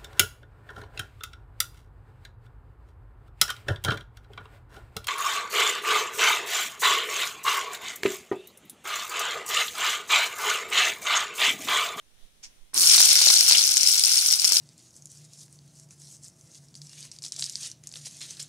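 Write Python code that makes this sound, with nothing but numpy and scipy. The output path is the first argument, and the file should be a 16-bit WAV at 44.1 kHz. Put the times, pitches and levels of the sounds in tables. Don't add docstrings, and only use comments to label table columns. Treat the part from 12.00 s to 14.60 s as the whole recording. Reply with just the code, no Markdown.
import sys
import numpy as np
from scipy import signal
from scipy.fft import rfft, irfft
from scipy.io import wavfile
from scipy.ndimage import uniform_filter1d

SR = 44100
rng = np.random.default_rng(int(sys.argv[2]) if len(sys.argv) > 2 else 0)


def attenuation_scalar(level_db):
    decades = np.asarray(level_db, float) / 20
    return 10 ** decades


def wrap_up_sound(samples):
    columns = np.atleast_2d(samples).T
    tamed = np.clip(columns, -1, 1)
    steps = np.round(tamed * 32767).astype(np.int16)
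    wavfile.write(sys.argv[1], SR, steps)


N = 114660
LEAD_S, LEAD_SPREAD_S = .00022, .00015


def evened(x):
    return x / np.sqrt(np.mean(x ** 2) + 1e-20)


def read(points, hz):
    f, value = np.transpose(points)
    return np.interp(np.log(hz + 1), np.log(f), value)


def curve(table, col):
    table = np.array(table)
    return np.interp(np.arange(N) / SR, table[:, 0], table[:, col])


def add(mix, s, sound):
    part = mix[:, round(s * SR):][:, :sound.shape[1]]
    part += sound[:, :part.shape[1]]


def bins():
    return np.fft.rfftfreq(4096, 1 / SR)


def colour(x, db):
    cep = irfft(np.log(attenuation_scalar(np.maximum(db, -100))), axis=-1)
    cep[..., 1:2048] *= 2
    cep[..., 2049:] = 0
    response = irfft(np.exp(rfft(cep, axis=-1)), axis=-1)
    return signal.oaconvolve(x, response, axes=-1)[..., :N]


def high_pass(x, hz):
    return signal.sosfilt(signal.butter(2, hz, "high", fs=SR, output="sos"), x)


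def slow(hz, order=4):
    low_pass = signal.butter(order, hz, fs=SR, output="sos")
    return evened(signal.sosfilt(low_pass, rng.standard_normal(N + 9000))[9000:])


def tail(t60, delay_s, seconds):
    t = np.arange(int(seconds * SR)) / SR
    h = rng.standard_normal((2, len(t))) * (rng.random((2, len(t))) < .15)
    h = h * attenuation_scalar(-60 * t / t60) * (t > delay_s)
    return h / np.linalg.norm(h, axis=1, keepdims=True)


def ring(hz, t60, rise_s, glide, count=700):
    t = np.arange(count) / SR
    loudness = (1 - np.exp(-t / rise_s)) * attenuation_scalar(-60 * t / t60)
    return loudness * np.sin(2 * np.pi * hz * t * (1 + glide * t / t60))


def place(sound, lead_s, pan_db):
    lag = int(np.clip(round(lead_s * SR), 0, 40))
    both = np.array([np.r_[sound, np.zeros(lag)], np.r_[np.zeros(lag), sound]])
    reflections = tail(.0078, .0004, .015)
    walls = signal.fftconvolve(both, reflections, axes=1)[:, :both.shape[1]]
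    return (both + attenuation_scalar(-2) * walls) * attenuation_scalar(np.array([[pan_db / 2], [-pan_db / 2]]))


# (frequency [Hz], level [dB])
LEFT_PORT = [(250, -39), (900, -31), (1900, -17), (3200, -12), (5400, -1.5), (8000, -11.5), (12000, -20.5),
             (15000, -21.5)]
RIGHT_PORT = [(250, -40), (900, -32.5), (1900, -19.5), (3200, -15), (5800, -8), (7300, -11), (9400, -6.5),
              (14500, -25.5)]
# (frequency [Hz], width [Hz], level [dB])
HOLLOW = [(765, 190, 8), (1430, 125, 5.5), (1887, 287, -7.5), (2234, 135, 3), (4397, 100, 4.5),
          (5540, 420, 3)]


def ports():
    hz = bins()
    hollow = sum(db / (1 + (2 * (hz - f) / width) ** 2) for f, width, db in HOLLOW)
    return np.array([read(LEFT_PORT, hz), read(RIGHT_PORT, hz)]) + hollow


def bubbles(count=40):
    per_s, size_spread_db, biggest, clump_db = 2400, 5.5, 2.5, 1.8
    clump = attenuation_scalar(clump_db * slow(90) + 1.5 * slow(14))
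    size = attenuation_scalar(size_spread_db * np.minimum(rng.exponential(1, N), biggest))
    size *= rng.choice([-1., 1.], N)
    size *= rng.random(N) < per_s * clump / SR
    kind = rng.integers(0, count, N)
    out, power = np.zeros((2, N)), 1e-9
    for k, hz in enumerate(np.geomspace(900, 15000, count)):
        cycles, glide, spot, pan = rng.random(4)
        note = ring(hz, (0.95 + 14 * cycles ** 3) / hz, 0.74 / hz, 0.44 * (glide - .6))
        lead_s = LEAD_S + LEAD_SPREAD_S * (2 * spot - 1)
        note = place(note / np.linalg.norm(note), lead_s, 5 * (pan - .5))
        power = power + abs(rfft(note, 4096)) ** 2
        out += signal.oaconvolve((size * (kind == k))[None], note, axes=1)[:, :N]
    flatten_db = -10 * np.log10(uniform_filter1d(power, 25, axis=1))
    return evened(colour(out, flatten_db))


# (time [s], level [dB], brightness [dB])
BOIL = [(.731, -73, -25), (.738, -43, 7), (.76, -30, 6), (.785, -26.5, 10), (.85, -23, 5.5),
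        (.92, -17, 1.5), (1.05, -18, 1), (1.17, -18.5, -2), (1.29, -18.5, 0.5), (1.45, -23.5, 3.5),
        (1.53, -16, -4), (1.65, -25.5, 4.5), (1.82, -25, 1), (1.9, -24.5, 5.5), (2.0, -25.5, 2.5),
        (2.17, -23.5, 2.5), (2.3, -27.5, 3.5), (2.6, -25, 1)]


def fizz():
    level = attenuation_scalar(curve(BOIL, 1)) * (np.arange(N) / SR > BOIL[0][0])
    hiss = rng.standard_normal((2, N)) * attenuation_scalar(0.61 * slow(56))
    x = evened(colour(bubbles() + attenuation_scalar(-5) * hiss, ports()))
    top = signal.sosfiltfilt(signal.butter(2, 7000, "high", fs=SR, output="sos"), x)
    return np.sqrt(2) * level * (x + (attenuation_scalar(curve(BOIL, 2)) - 1) * top)


# (time [s], peak [dB], pitch [Hz], left over right [dB])
POPS = [(0.7427, -17, 9450, -28), (0.7618, -25, 5430, -0.5), (0.777, -4.5, 5640, 2), (0.88, -6, 5430, 4),
        (0.9793, -3, 4370, -5), (1.0028, 0, 6100, -7), (1.08, -11, 5870, 2.0), (1.1542, 4, 5500, 2),
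        (1.1896, -7, 5260, 1.0), (1.2157, -2.5, 4520, -13), (1.408, 2, 5700, 11), (1.4512, -17, 5080, 7),
        (1.5096, 1.5, 4700, -4), (1.5833, 0, 5400, 10), (1.6896, -6.5, 5800, 20), (1.769, 2.5, 7320, 5),
        (1.8307, -1.5, 6200, 14), (1.8635, -3, 5500, 12), (1.8855, -3.5, 5800, 23), (1.9626, -7, 5570, 3),
        (2.037, -1.5, 5330, 19), (2.14, -5.5, 5470, 16), (2.1718, -7.5, 5570, 26), (2.2596, -1.5, 5570, 8),
        (2.396, -10, 5400, 20), (2.444, 2.5, 6400, 2), (2.4752, -8, 5450, 21), (2.4988, -9, 5360, 12),
        (2.5203, -3.5, 5960, 19), (2.5677, 2.5, 5260, 8.5)]


def pops():
    notes, sprays, t = np.zeros((2, N)), np.zeros((2, N)), np.arange(1400) / SR
    for s, db, hz, pan_db in POPS:
        glide, spot = rng.random(2)
        note = ring(hz, .003, 0.00019, -.15 * glide)
        lead_s = LEAD_S + LEAD_SPREAD_S * (2 * spot - 1)
        add(notes, s + 0.0012, attenuation_scalar(db - 8) * place(note / abs(note).max(), lead_s, pan_db))
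        droplets = rng.standard_normal((2, len(t))) * (rng.random(len(t)) < .4)
        spray = droplets * attenuation_scalar(-60 * t / .008) + 3.6 * (t == 0)
        add(sprays, s + 0.00084, attenuation_scalar(db + 1) * spray)
    return high_pass(notes + colour(sprays, .92 * ports()), 1500)


# (time [s], peak [dB], pitch [Hz])
BLOOPS = [(0.8332, -11, 4660), (0.9438, -7, 4425), (0.9795, -7.5, 4380), (1.19, -16, 4500),
          (1.2155, -7, 4760), (1.256, -16, 4800), (1.282, -7.5, 4560), (1.3061, -10, 4200),
          (1.3309, -12.5, 4380), (1.3653, -8.5, 4580), (1.549, -4, 3290), (2.188, -11, 4710)]


def bloops():
    out = np.zeros((2, N))
    for s, db, hz in BLOOPS:
        waver = 1 + 0.66 * evened(uniform_filter1d(rng.standard_normal(1000), 70))
        note = ring(hz, 0.02, 0.0008, -0.18, count=1000) * waver
        add(out, s, attenuation_scalar(db - 4) * place(note / abs(note).max(), LEAD_S, 9))
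    return high_pass(out, 1500)


# (time [s], peak [dB], pitch [Hz])
CRACKS = [(0.8186, -11, 4730), (0.8248, -9.5, 9820), (0.8716, -1.5, 5670), (0.8958, -6, 5500),
          (0.8994, -7, 5400), (0.913, -6, 5470), (0.9214, -6, 5700), (0.964, -9, 5470), (1.0077, -11, 5200),
          (1.0176, -4, 5560), (1.0279, -0.5, 5740), (1.1103, -7, 5730), (1.117, -5, 5600),
          (1.1298, -8, 5250), (1.1647, -11, 5230), (1.1699, -7, 5730), (1.272, -2, 6630),
          (1.2874, -1, 5640), (1.3028, 2, 5400), (1.3518, -7, 8280), (1.3842, -6.5, 5440),
          (1.3901, -7, 5550), (1.472, -8, 5530), (1.4805, -4, 5500), (1.49, -3.5, 5470), (1.5224, 2, 5040),
          (1.5322, -12, 5460), (1.54, -9, 5400), (1.5631, -17, 5380), (1.5918, -3.5, 4630),
          (1.6178, -7, 5340), (1.6282, -8, 6120), (1.6388, -2, 5900), (1.65, -15, 5470), (1.7177, -7, 5860),
          (1.7393, -10, 7840), (1.778, -6.5, 5860), (1.8174, -10, 5830), (1.841, -14, 5000),
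          (1.8733, -2.5, 5400), (1.899, -14, 5400), (1.9374, -11, 5470), (1.9441, -9, 5340),
          (1.9956, -4, 9330), (2.0496, -2, 5380), (2.0582, -7, 8570), (2.0676, -8, 5700),
          (2.0738, -5, 6970), (2.0934, -4, 5840), (2.1677, -8.5, 8870), (2.18, -3.5, 5470),
          (2.283, -10, 5800), (2.2866, -6, 5770), (2.3032, -6.5, 5500), (2.3103, -4, 5630),
          (2.3258, -4, 5620), (2.3374, -6, 5700), (2.4499, -0.5, 5480), (2.4541, -8.5, 5500),
          (2.559, -8, 5680)]


def cracks():
    out, t = np.zeros((2, N)), np.arange(500) / SR
    snaps = rng.standard_normal((len(CRACKS), 2, len(t)))
    snaps = snaps * (attenuation_scalar(-60 * t / .0045) + 4.3 * (t == 0))
    snaps = colour(snaps, .9 * ports()[None])[..., :700]
    for (s, db, hz), snap in zip(CRACKS, snaps):
        note = ring(hz, .005, 0.00016, -.06 * rng.random())
        note = place(note / abs(note).max(), LEAD_S, 7 * np.sign(7000 - hz))
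        add(out, s, attenuation_scalar(db - 2) * snap / abs(snap).max())
        add(out, s, attenuation_scalar(db - 5) * note)
    return out


# (time [s], peak [dB])
TICKS = [(1.0024, -1), (1.2134, -7), (1.25, -7), (1.4079, -7), (1.4858, -6), (1.591, -8), (1.7686, -10),
         (1.831, -8), (1.885, -10), (1.9353, -11), (1.962, -8), (1.9946, -11), (2.3209, -5), (2.4486, -9),
         (2.475, -14), (2.5208, -7)]


def ticks():
    out, t = np.zeros((2, N)), np.arange(200) / SR
    for s, db in TICKS:
        snap = high_pass(rng.standard_normal((2, len(t))) * attenuation_scalar(-60 * t / .003), 7500)
        snap = snap / abs(snap).max(axis=1, keepdims=True)
        add(out, s + .001, attenuation_scalar(db + 3) * snap * [[.5], [1]])
    return out


# (time [s], peak [dB], pitch [Hz])
THUMPS = [(0.975, -19.5, 791), (1.0, -13, 910), (1.211, -20, 770), (1.268, -14, 1440), (1.299, -14, 1280),
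          (1.507, -13, 1450), (1.58, -37, 1490), (1.608, -24.5, 1430), (1.765, -24.5, 1430),
          (2.035, -54, 1460), (2.094, -40, 1360), (2.441, -18.5, 1490), (2.517, -16, 1370),
          (2.566, -26, 1430)]


def thumps():
    out, t = np.zeros((2, N)), np.arange(600) / SR
    for s, db, hz in THUMPS:
        slap = rng.standard_normal(len(t)) * attenuation_scalar(-60 * t / .003) + 24 * (t == 0)
        band = signal.butter(1, [520, 2.6 * hz], "band", fs=SR, output="sos")
        push = signal.sosfilt(band, slap)
        add(out, s + 0.003356, attenuation_scalar(db + 5) * place(push / abs(push).max(), LEAD_S / 2, 0))
    return out


# (frequency [Hz], width [Hz], level [dB])
PAN_FLOOR = [(277.6, 45, -3), (406, 70, -6), (153, 45, -14.5), (1100, 200, -9), (1600, 1400, -9)]


def landing():
    land_s, hold_s, t60, level_db = 0.7336, 0.097, 0.35, -43
    hz, u = bins(), np.arange(N) / SR - land_s
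    modes = sum(attenuation_scalar(db) / (1 + (2 * (hz - f) / width) ** 2) for f, width, db in PAN_FLOOR)
    a, b = rng.standard_normal((2, N))
    tumble = np.array([a, 0.52 * a + 0.77 * b])
    rattle = evened(colour(tumble, 20 * np.log10(modes[None] + 1e-4)))
    rise = (u > 0) * np.clip(0.36 + 1.1 * u / 0.038, 0, 1)
    return rattle * rise * attenuation_scalar(level_db - 60 * np.maximum(u - hold_s, 0) / t60)


# (frequency [Hz], level [dB])
SPIT_COLOUR = [(290, -45), (800, -17), (1500, -18), (2200, -10), (4110, -11), (5780, 0), (7500, -9),
               (15000, -36)]


def spit():
    start_s, rise_s, hold_s, t60 = 0.425, 0.013, 0.008, 0.12
    u = np.arange(N) / SR - start_s
    after = np.maximum(u - rise_s - hold_s, 0) / t60
    fall = attenuation_scalar(-60 * after) + attenuation_scalar(-24 - 20 * after)
    shape = np.clip(u / rise_s, 0, 1) ** 1.5 * fall
    hiss = rng.standard_normal((2, N)) * attenuation_scalar(1.5 * slow(400))
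    return attenuation_scalar(-41.5) * shape * evened(colour(hiss, read(SPIT_COLOUR, bins())[None]))


def rustle():
    band = signal.butter(2, [3000, 4000], "band", fs=SR, output="sos")
    swell = np.exp(-((np.arange(N) / SR - .235) / .06) ** 2)
    return attenuation_scalar(-70) * (swell + 0.36) * evened(signal.sosfilt(band, rng.standard_normal((2, N))))


# (time [s], level [dB])
AIR = [
    (0, -72),
    (.17, -70),
    (.24, -67.5),
    (.3, -71),
    (.42, -70.5),
    (.53, -68),
    (.72, -71.5),
]
# (frequency [Hz], level [dB])
HUSH_LEFT = [(120, 8.5), (1200, -4.5), (3500, 0.5), (5000, -4), (5700, 1), (7500, -7.5), (12000, -13),
             (15500, -11)]
HUSH_RIGHT = [(120, 6.5), (1200, -5.5), (3000, -4), (5000, -7.5), (7500, -7), (9200, 0), (12000, -7.5),
              (15000, -29)]
# (time [s], level [dB])
PUFFS = [
    (.15, -53),
    (.238, -39.5),
    (.47, -46.5),
    (0.626, -40.5),
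]


def kitchen():
    hz, t = bins(), np.arange(N) / SR
    hush_db = np.array([read(HUSH_LEFT, hz), read(HUSH_RIGHT, hz)])
    hush = evened(colour(rng.standard_normal((2, N)), hush_db))
    a, b = slow(21.7, order=2), slow(21.7, order=2)
    boiling = np.clip((t - BOIL[0][0]) / 0.076, 0, 1)
    lumps = attenuation_scalar(-61) + attenuation_scalar(-57.5) * boiling
    puffs = np.zeros(N)
    for s, db in PUFFS:
        puffs += attenuation_scalar(db) * np.exp(-((t - s) / 0.031) ** 2) * np.cos(2 * np.pi * 12 * (t - s))
    right = lumps * a + puffs
    left = attenuation_scalar(-19) * (.5 * right + 0.72 * lumps * b)
    return attenuation_scalar(curve(AIR, 1) + 7.0) * hush + np.array([left, right])


def scene():
    pan = fizz() + pops() + bloops() + cracks() + ticks() + thumps() + landing() + spit()
    room = signal.fftconvolve(pan, tail(0.044, 0.0039, .3), axes=1)[:, :N]
    return pan + attenuation_scalar(-14) * room + rustle() + kitchen()


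def top_cut(x):
    return signal.sosfilt(signal.butter(12, 15830, fs=SR, output="sos"), x)


def record(dry):
    knee, room = .7, .22
    bent = np.sign(dry) * (knee + room * np.tanh((abs(dry) - knee) / room))
    held = np.where(abs(dry) > knee, bent, dry)
    low_pass = signal.firwin(301, 15780, window=("kaiser", 9), fs=SR)
    mix = signal.oaconvolve(held, low_pass[None], "same")
    return top_cut(mix)


dry = scene()
out = record(dry)
wrap_up_sound(out)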